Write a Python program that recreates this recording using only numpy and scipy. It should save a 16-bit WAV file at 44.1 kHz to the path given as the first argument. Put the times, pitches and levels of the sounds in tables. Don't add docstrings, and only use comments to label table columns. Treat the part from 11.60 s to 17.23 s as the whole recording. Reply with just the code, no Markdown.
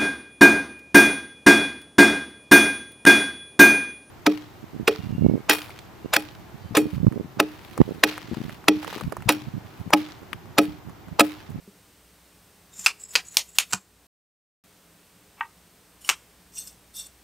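import sys
import numpy as np
from scipy import signal
from scipy.fft import rfft, irfft
from scipy.io import wavfile
from scipy.ndimage import uniform_filter1d

SR = 44100
rng = np.random.default_rng(int(sys.argv[2]) if len(sys.argv) > 2 else 0)


def amp(db):
    return 10 ** (np.asarray(db, float) / 20)


def write(x):
    x = np.atleast_2d(x).T
    wavfile.write(sys.argv[1], SR, np.round(np.clip(x, -1, 1) * 32767).astype(np.int16))


N = 248283


def evened(x):
    return x / np.sqrt(np.mean(x ** 2) + 1e-20)


def read_spectrum(points, hz):
    f, value = np.transpose(points)
    return np.interp(np.log(hz + 1), np.log(f + 1), value)


def add(mix, start_s, sound):
    part = mix[round(start_s * SR):][:len(sound)]
    part += sound[:len(part)]


def high_passed(x, hz):
    return signal.sosfilt(signal.butter(4, hz, "high", fs=SR, output="sos"), x)


# pitch_hz, width_hz, level_db
HISS_DIP = (43, 9, -7)


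def coloured(points):
    hz = np.fft.rfftfreq(N, 1 / SR)
    dip_hz, width_hz, depth_db = HISS_DIP
    dip_db = depth_db * np.exp(-((hz - dip_hz) / width_hz) ** 2)
    gain = amp(read_spectrum(points, hz) + dip_db)
    return evened(irfft(rfft(rng.standard_normal(N)) * gain, N))


# pitch_hz, level_db (per Hz)
HISS = [(18, -40.5), (30, -14.5), (53, -4.5), (114, -4.5), (149, -13.5), (179, -1), (226, -9), (302, -9),
        (448, -11), (538, -11), (1280, -14), (7430, -20), (8040, -20.5), (14700, -21), (15900, -21)]
# pitch_hz, level_db (rms), waver_hz
HUM = [(59.4, -70.5, 1.9), (171, -70.5, 11), (294.5, -74.5, 8), (421, -75, 5), (490, -82.5, 28),
       (796, -87, 8)]
# pitch_hz, level_db (rms)
WHINE = [(8220, -76.5), (8280, -76.5)]


def hiss_and_hum():
    t = np.arange(N) / SR
    out = amp(-59) * coloured(HISS)
    for hz, db, waver_hz in HUM:
        r = np.exp(-np.pi * waver_hz / SR)
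        noise = rng.standard_normal(N) + 1j * rng.standard_normal(N)
        waver = signal.lfilter([1], [1, -r], noise)
        steady = 0.21
        hum = (steady + waver / np.std(waver)) * np.exp(2j * np.pi * hz * t)
        out += amp(db) * evened(hum.real)
    for hz, db in WHINE:
        out += amp(db) * np.sqrt(2) * np.sin(2 * np.pi * (hz * t + rng.random()))
    return out


# pitch_hz, level_db (per Hz)
SIDE_HISS = [(20, -17), (77, -12), (134, -4.5), (542, 0), (607, 0.5), (1290, -4.5), (1570, -3),
             (2910, -1.5), (14700, -3.5), (16000, -13)]
# time_s, level_db
BED_GAIN = [(0, 2), (1.4, 2), (1.475, 0), (1.6, 4.5), (1.712, 0.5), (1.8, 1.5), (1.93, -1.5), (2.0, -0.5),
            (2.08, 1), (2.25, -2.5), (2.47, 0), (3.03, 1.5), (5.63, 2)]


def background():
    level = amp(np.interp(np.arange(N) / SR, *np.transpose(BED_GAIN)))
    return level * hiss_and_hum(), level * amp(-71.5) * coloured(SIDE_HISS)


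def pings(rows, rise_cycles):
    out, t = np.zeros(N), np.arange(8000) / SR
    for start_s, db, hz, t60_s in rows:
        envelope = amp(db - 60 * t / t60_s) * np.minimum(t * hz / rise_cycles, 1)
        add(out, start_s, envelope * np.sin(2 * np.pi * hz * t))
    return out


# start_s, level_db (peak), pitch_hz, t60_s
THUDS = [
    (.076, -40, 200, .1),
    (.075, -43, 400, .06),
    (2.125, -38, 180, .06),
    (2.141, -33, 190, .12),
    (1.262, -43, 290, .07),
    (2.132, -41, 120, .08),
    (1.187, -46, 190, .08),
    (1.554, -40, 450, .06),
    (4.491, -38, 380, .06),
]


def table_thuds():
    return pings(THUDS, rise_cycles=0.45)


def pressure(t, strokes):
    hardest_s, db, swell_ms, release_ms = np.transpose(strokes)[:, :, None]
    ms = (t - hardest_s) * 1000
    sunk = np.where(ms < 0, -ms / np.maximum(swell_ms, 2), ms / np.maximum(release_ms, 2))
    return np.sqrt((amp(db - 20 * sunk) ** 2).sum(axis=0))


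def rubbing(span_s, strokes, swells, modes, slips_per_s, spread_db, patchy_db, scrape_db):
    at = np.arange(round(span_s[0] * SR), round(span_s[1] * SR) + 500)
    t, n = at / SR, len(at)
    happens = rng.random(n) < slips_per_s / SR
    strength = amp(spread_db * np.minimum(rng.exponential(1, n), 4))
    slips = rng.standard_normal(n) * happens * strength
    patchy_db = min(patchy_db, 3.5)
    squeak = np.zeros(n)
    for hz, width_hz, db in modes:
        turn = np.exp(2j * np.pi * hz * t)
        r = np.exp(-np.pi * width_hz * 1.5 / SR)
        wander = uniform_filter1d(rng.standard_normal(n), size=700)
        wander = evened(uniform_filter1d(wander, size=450))
        own_slips = np.roll(slips, rng.integers(n))
        rung = signal.lfilter([(1 - r) ** 2], [1, -2 * r, r ** 2], own_slips / turn)
        squeak += amp(db + patchy_db * wander) * (turn * rung).real
    band = signal.butter(2, [700, 16000], "band", fs=SR)
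    scrape = evened(signal.lfilter(*band, rng.standard_normal(n)))
    press = pressure(t, strokes)
    swell_ms, release_ms = 13, 65
    swell = pressure(t, [(s, db, swell_ms, release_ms) for s, db in swells])
    sound = press * evened(squeak) + (amp(scrape_db) * press + swell) * scrape
    out = np.zeros(N)
    out[at] = sound * signal.windows.tukey(n, 1300 / n)
    return out


# start_s, end_s
WAND_S = [
    (1.11, 1.256),
    (1.37, 1.548),
    (1.635, 1.763),
    (1.85, 1.978),
    (2.07, 2.118),
]
# hardest_s, level_db, swell_ms, release_ms
WAND = [
    [(1.14, -50, 18, 30), (1.182, -43, 60, 23), (1.195, -35, 10, 26), (1.213, -39.5, 18, 67),
     (1.25, -37.5, 25, 30)],
    [(1.399, -46, 5, 22), (1.416, -46.5, 37, 50), (1.437, -47, 30, 25), (1.452, -48, 8.8, 20),
     (1.488, -47, 6, 46), (1.509, -45, 9.2, 60), (1.542, -51, 40, 15)],
    [(1.652, -47.5, 6, 24), (1.672, -45, 20, 26), (1.69, -49, 15, 25), (1.724, -44.5, 22, 30),
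     (1.742, -48.5, 15, 30)],
    [(1.894, -50.5, 40, 44), (1.955, -46.5, 28, 33)],
    [(2.095, -55, 15, 40), (2.118, -45, 25, 10)],
]
# loudest_s, level_db
SWELLS_BEFORE_KNOCKS = [
    [(1.247, -42.5)],
    [(1.538, -42.5)],
    [(1.746, -45)],
    [(1.96, -46.5)],
    [(2.11, -47)],
]
# pitch_hz, width_hz, level_db
WAND_MODES = [
    [(2600, 190, -18), (3700, 250, -17.5), (5450, 560, -12), (6220, 250, -6), (7000, 200, 2),
     (7550, 280, -2), (8700, 200, -4), (9800, 150, -16.5), (11500, 250, -19), (12700, 400, -16),
     (14000, 250, -16)],
    [(2650, 150, -19), (3868, 200, -20.5), (5170, 300, -12), (6950, 180, -5), (7300, 150, -4.5),
     (7800, 250, 1), (9100, 250, -10)],
    [(4200, 250, -13.5), (5900, 120, -9.5), (6570, 150, -6.5), (6900, 150, -4), (7200, 150, -2.5),
     (7900, 160, -2.5), (9800, 150, -8.5), (10500, 200, -12.5)],
    [(2700, 200, -17.5), (6900, 120, -1.5), (7700, 210, -0.5), (9400, 300, -7.5)],
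    [(2600, 300, -14), (7500, 400, 6.5), (9300, 300, -6.5)],
]


def wand_squeaks():
    passes = zip(WAND_S, WAND, SWELLS_BEFORE_KNOCKS, WAND_MODES)
    return sum(rubbing(*one, slips_per_s=13000, spread_db=1.5, patchy_db=2, scrape_db=-11) for one in passes)


# start_s, level_db (peak),
# pitch_hz, t60_s
CATCHES = [(1.1943, -22.5, 7500, 0.013), (1.4372, -22, 7680, 0.014), (1.449, -39, 6950, 0.03),
           (1.506, -35.5, 7160, 0.023), (1.514, -37.5, 7200, .02), (1.684, -30.5, 6900, 0.02),
           (1.684, -34, 7900, .025), (2.1238, -24, 7500, 0.047), (2.1238, -31.5, 6750, 0.02),
           (2.1298, -19, 7500, 0.022), (2.1525, -38, 7950, .03), (1.129, -48, 3700, 0.043),
           (1.458, -45.5, 5170, 0.024), (1.89, -44, 7720, .03), (1.946, -49, 6900, .06),
           (4.446, -28.5, 2940, 0.022), (4.447, -42, 5550, 0.045), (4.411, -50, 13200, .06),
           (4.464, -36.5, 8400, .012), (4.473, -42, 7120, 0.032), (5.072, -41, 5170, 0.074),
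           (5.467, -35.5, 8800, 0.027), (1.304, -45, 2650, 0.046), (1.594, -42, 2600, 0.029)]


def small_catches():
    return pings(CATCHES, rise_cycles=7.8)


def causal(points, size=2048):
    db = read_spectrum(points, abs(np.fft.fftfreq(size, 1 / SR)))
    log_gain = np.log(amp(np.maximum(db, -100)))
    return np.fft.ifft(np.exp(np.conj(signal.hilbert(log_gain)))).real[:size // 2]


def ringing(modes, size):
    t, out = np.arange(size) / SR, np.zeros(size)
    for hz, width_hz, db in modes:
        out += amp(db) * width_hz * np.exp(-np.pi * width_hz * t) * np.sin(2 * np.pi * hz * t)
    return out


def rattle(length_ms):
    t_ms = np.arange(1024) * 1000 / SR
    shape = np.exp(-t_ms / length_ms) * np.minimum(t_ms / 0.27, 1)
    noise = rng.standard_normal(1024)
    for _ in range(6):
        z = rfft(noise * shape)
        flat = irfft(z / np.sqrt(abs(uniform_filter1d(abs(z) ** 2, size=5)) + 1e-30))
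        noise = flat / np.sqrt(abs(uniform_filter1d(flat ** 2, size=21)) + 1e-30)
    return noise * shape


def clack(contacts, colour, rings, ring_db, low_cut_hz, high_cut_hz, bloom_ms):
    crack, ring = causal(colour, size=8192), ringing(rings, size=4096)
    body = crack / np.linalg.norm(crack) + amp(ring_db) * ring / np.linalg.norm(ring)
    t_ms = np.arange(1, len(body) + 1) * 1000 / SR
    body = body * np.minimum(t_ms / bloom_ms, 1)
    body = high_passed(high_passed(body, low_cut_hz), low_cut_hz)
    body = signal.sosfilt(signal.butter(5, high_cut_hz, fs=SR, output="sos"), body)
    out = np.zeros(N)
    for start_s, db, length_ms in contacts:
        sound = signal.fftconvolve(rattle(length_ms), body)
        add(out, start_s, amp(db) * sound / abs(sound).max())
    return out


# pitch_hz, t60_s
ROOM = [(300, 0.15), (1000, 0.14), (2500, 0.2), (5000, 0.18), (9000, 0.11), (15000, 0.068)]


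def room():
    taps, size = np.zeros(SR // 2), 10
    at = np.arange(100, len(taps) - size, size)
    taps[at + rng.integers(0, size, len(at))] = rng.choice([-1., 1.], len(at))
    t_ms = np.arange(len(taps)) * 1000 / SR
    wall_ms, wall_db = 18, 3
    wall = amp(wall_db * np.exp(-((t_ms - wall_ms - 1.5) / 8.0) ** 2))
    taps *= np.clip(t_ms / 6.9, 0, 1) * wall
    hz, t, z = signal.stft(taps, SR, nperseg=128)
    over_db = 1 * np.maximum(t * 1000 - 49, 0)
    early = amp(-60 * t / read_spectrum(ROOM, hz)[:, None] - over_db)
    late_db, late_t60_s = -22, 0.4
    late = amp(late_db - 60 * t / late_t60_s)
    tail = signal.istft(z * (early + late), SR, nperseg=128)[1]
    z = rfft(tail)
    fine = uniform_filter1d(abs(z) ** 2, size=40)
    broad = uniform_filter1d(abs(z) ** 2, size=600)
    tail = irfft(z * np.sqrt(broad / fine))[:SR // 3]
    tail[:200] *= np.arange(200) / 200
    return tail / np.linalg.norm(tail)


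# pitch_hz, level_db
ROOM_TILT = [(300, 2), (1000, 3), (2500, -3), (5000, -2.5), (9000, 4), (15700, 4)]


def echoes(hit, send_db, blur_hz):
    power, out, size = hit ** 2, np.zeros(N), 4096
    first = np.flatnonzero(hit)[0]
    spectrum = abs(rfft(hit[first:first + size])) ** 2
    broad = uniform_filter1d(spectrum, max(round(blur_hz * size / SR), 1))
    hz = np.fft.rfftfreq(size, 1 / SR)
    broad_db = 10 * np.log10(abs(broad) / broad.max() + 1e-10)
    colour = np.transpose([hz, broad_db + read_spectrum(ROOM_TILT, hz)])
    tail = signal.oaconvolve(room(), causal(colour, size=size))
    answer_s = np.searchsorted(np.cumsum(power), 0.18 * power.sum()) / SR
    add(out, answer_s, amp(send_db) * np.sqrt(power.sum()) * tail / np.linalg.norm(tail))
    return out


# start_s, level_db, length_ms
CLACKS = [
    [(1.2612, -1.5, 1.04), (1.2627, -4.5, 2), (1.2655, -7, 0.89), (1.2672, -3, 0.72), (1.2688, -8, 1.13)],
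    [(1.5537, -2.5, 0.9), (1.5558, -10, 1.7), (1.5585, -2, 0.32), (1.5594, -4.5, 1.5)],
    [(1.7694, 5, 0.99), (1.771, -1.5, 1.06), (1.775, -12, 0.64)],
    [(1.9845, -37.5, 1.7), (1.9851, 3, 1.39), (1.9867, -2, 1.1), (1.9988, -13.5, 3.1)],
    [(2.1255, -17.5, 3.2), (2.1321, -7.5, 0.87), (2.1335, -10, 2.24), (2.1372, -9, 1.28),
     (2.1455, -22.5, 2.5)],
    [(3.8079, -13, 0.021)],
    [(4.4903, -4, 2.2), (4.4925, -6.5, 2.3), (4.498, -2.5, 1.1), (4.5005, -15, 1)],
]
# pitch_hz, level_db
COLOURS = [
    [(120, -85.5), (200, -31), (600, -19), (1000, -20.5), (1390, -10), (1640, -16), (2600, -3), (3020, -12),
     (5060, -18), (6550, -19), (14500, -31), (16400, -54.5)],
    [(120, -54.5), (200, -30), (361, -41.5), (652, -13.5), (1700, -5), (2650, 4), (3500, -6), (5160, -7.5),
     (5650, -7.5), (15000, -29), (16400, -54.5)],
    [(120, -59), (200, -37), (876, -6.5), (1500, -23.5), (2460, 0), (4970, -2.5), (8030, -9), (8810, -6.5),
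     (9480, -14), (14000, -12), (16400, -47.5)],
    [(120, -67.5), (200, -39), (876, -6.5), (1900, -9), (2600, 6), (3910, -1.5), (7060, -4.5), (9140, -12),
     (10000, -11.5), (14800, -16.5), (16400, -39.5)],
    [(59, -34.5), (100, -7.5), (430, -22), (600, -42), (900, -4), (1480, -5), (2080, -17), (2860, -4),
     (3400, -18.5), (4030, -9), (7480, -12), (13900, -32), (15500, -19.5), (16500, -49.5)],
]
# pitch_hz, level_db
POP_COLOUR = [(500, -38), (786, -9), (1160, -24), (1360, 1), (1910, -45), (2650, 15), (3930, -41),
              (5000, -55)]
# pitch_hz, level_db
SNAP_COLOUR = [(120, -54), (200, -29), (1110, -3.5), (2510, -0.5), (2800, -1), (4060, -6.5), (8650, -7.5),
               (10800, -20), (12100, -37.5), (14200, -23), (16500, -48.5)]
# pitch_hz, width_hz, level_db
RINGS = [
    [(1390, 44, -8.5), (2130, 95, -8.5), (2675, 85, 3.5), (3500, 130, -15), (4430, 180, -12.5),
     (5080, 240, -3), (6100, 200, -13), (7480, 220, -12.5), (8260, 170, -16.5)],
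    [(1576, 100, -5.5), (2080, 77, -3), (2380, 74, -9), (2620, 48, 3.5), (3237, 140, -10.5),
     (4140, 70, -5.5), (4670, 100, -4), (5023, 320, -8), (6370, 76, -13.5)],
    [(950, 370, -3.5), (2550, 150, -4.5), (3520, 140, 2), (4620, 180, -6), (6040, 570, -0.5),
     (6440, 500, 4.5), (8760, 290, -8), (13200, 1800, -10)],
    [(990, 200, -19), (2770, 220, 7.5), (3700, 100, -11), (5670, 240, 3.5), (7000, 390, 5), (8463, 300, 1),
     (10030, 220, -1.5), (13100, 470, -4)],
    [(730, 25, 8), (1050, 60, -23), (1260, 82, -17), (1565, 54, 5), (1880, 65, -6.5), (2470, 72, 7),
     (3120, 56, -11), (4790, 120, -17.5), (6750, 770, -3), (7520, 330, -4.5)],
]
# pitch_hz, width_hz, level_db
POP_RINGS = [(856, 40, -5), (921, 30, 3), (1050, 200, -7), (1174, 75, -4), (1550, 42, -2), (1879, 55, -2),
             (2250, 90, -10), (2620, 150, -16), (2945, 60, -17), (3187, 90, -22), (4500, 300, -40)]
# pitch_hz, width_hz, level_db
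SNAP_RINGS = [(1600, 150, -9.5), (2304, 74, -2), (2730, 90, 1), (2970, 47, 4.5), (5770, 210, -9),
              (6600, 110, -17.5), (8400, 200, -32.5), (11640, 680, -12.5)]
RING_DB = [1, -1.5, -9.5, -7.5, -6.5, 22, -5.5]
LOW_CUT_HZ = [423, 340, 257, 760, 101, 840, 226]
HIGH_CUT_HZ = [15700, 15800, 15700, 15400, 14800, 3700, 15960]
BLOOM_MS = [.05, .05, .05, .05, .05, .6, .05]
ROOM_SEND_DB = [-11, -10.5, -11, -10, -12, -10, -9]
ROOM_BLUR_HZ = [510, 496, 801, 812, 150, 60, 820]


def clacks_pop_and_snap():
    colours = COLOURS + [POP_COLOUR, SNAP_COLOUR]
    rings = RINGS + [POP_RINGS, SNAP_RINGS]
    knocks = zip(CLACKS, colours, rings, RING_DB, LOW_CUT_HZ, HIGH_CUT_HZ, BLOOM_MS)
    hits, answers = np.zeros(N), np.zeros(N)
    for knock, send_db, blur_hz in zip(knocks, ROOM_SEND_DB, ROOM_BLUR_HZ):
        hit = clack(*knock)
        hits += hit
        answers += echoes(hit, send_db, blur_hz)
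    return hits, answers


# start_s, end_s
HANDLED_S = [
    (4.4, 4.484),
    (4.91, 5.15),
    (5.33, 5.5),
    (3.76, 3.8),
]
# hardest_s, level_db, swell_ms, release_ms
SUCK = [
    (3.807, -48.5, 70, 4.2),
]
# pitch_hz, width_hz, level_db
SUCK_MODES = [(1030, 470, 0.45), (2320, 600, -2)]


def gloss_suck():
    return rubbing(HANDLED_S[3], SUCK, [(3.8, -64)], SUCK_MODES,
                   slips_per_s=9800, spread_db=1.2, patchy_db=1.34, scrape_db=-24)


# hardest_s, level_db, swell_ms, release_ms
SLIDE = [
    (4.415, -54, 25, 170),
    (4.449, -44, 16, 230),
    (4.484, -59, 10, 5),
]
# loudest_s, level_db
SLIDE_SWELLS = [(4.479, -45.5)]
# pitch_hz, width_hz, level_db
SLIDE_MODES = [(2940, 310, -1), (5550, 190, 0), (7120, 340, 1), (8400, 550, 2), (9770, 250, 4.5),
               (12600, 200, -10), (13200, 150, 2)]


def cap_slide():
    return rubbing(HANDLED_S[0], SLIDE, SLIDE_SWELLS, SLIDE_MODES,
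                   slips_per_s=14000, spread_db=1.48, patchy_db=2.5, scrape_db=-5)


# hardest_s, level_db, swell_ms, release_ms
CAP = [
    (4.958, -42.5, 27, 40),
    (4.986, -35, 49, 92),
    (5.077, -38, 25, 18),
    (5.095, -55, 10, 95),
]
# loudest_s, level_db
CAP_SWELLS = [(5.078, -58)]
# pitch_hz, width_hz, level_db
CAP_MODES = [(2800, 270, -10), (3570, 120, -2.5), (4390, 200, -3.5), (5170, 260, -6), (5730, 326, 2),
             (6300, 186, 1), (7150, 570, -6), (8160, 150, 5), (7700, 310, 3), (8670, 310, 3.5),
             (9500, 200, -7), (10100, 330, -10), (11200, 300, -10), (12700, 300, -0.5), (13800, 360, -1),
             (14600, 700, -21)]
# hardest_s, level_db, swell_ms, release_ms
CAP_AGAIN = [
    (5.353, -50, 6.5, 36),
    (5.369, -37.5, 35, 86),
    (5.395, -37.5, 85, 60),
    (5.445, -50, 28, 33),
    (5.468, -45.5, 51, 8.3),
]
# loudest_s, level_db
AGAIN_SWELLS = [(5.406, -59)]
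# pitch_hz, width_hz, level_db
AGAIN_MODES = [(2750, 75, -11), (3590, 184, -0.5), (4390, 190, -7), (5100, 250, -12), (5560, 110, -1.5),
               (6030, 700, -6), (7200, 210, -9), (7960, 490, -0.5), (8800, 540, -6), (9700, 176, -6),
               (10100, 460, -19), (12580, 740, -9), (13900, 700, -14)]


def cap_twists():
    first = rubbing(HANDLED_S[1], CAP, CAP_SWELLS, CAP_MODES,
                    slips_per_s=10000, spread_db=0.87, patchy_db=5.1, scrape_db=-23)
    second = rubbing(HANDLED_S[2], CAP_AGAIN, AGAIN_SWELLS, AGAIN_MODES,
                     slips_per_s=11000, spread_db=0.48, patchy_db=4.1, scrape_db=-27)
    return first + second


def scene():
    mid, side = background()
    small = table_thuds() + wand_squeaks() + small_catches() + cap_slide() + cap_twists()
    mid += small + amp(-10.5) * signal.oaconvolve(small, room())[:N]
    hits, answers = clacks_pop_and_snap()
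    mid += answers + gloss_suck()
    side += amp(-50) * signal.oaconvolve(small + hits, room())[:N]
    edge = signal.firwin(1023, 15750, window=("kaiser", 9), fs=SR)
    return hits + signal.oaconvolve(np.array([mid + side, mid - side]), edge[None], "same")


def roll_off(x):
    return signal.sosfilt(signal.butter(12, 16810, fs=SR, output="sos"), x)


def record(dry):
    t = np.arange(N) / SR
    knee, headroom, bass_hz = 0.45, 0.2, 400
    over = np.maximum(abs(dry) - knee, 0)
    excess = np.sign(dry) * (over - headroom * np.tanh(over / headroom))
    held = dry - high_passed(excess, bass_hz)
    top_hz = 16400
    held = signal.sosfilt(signal.cheby2(12, 70, top_hz + 600, fs=SR, output="sos"), held)
    cut_out_s, cut_in_s = 2.4685, 3.0385
    return roll_off(held * ((t < cut_out_s) | (t > cut_in_s)))


dry = scene()
out = record(dry)
write(out)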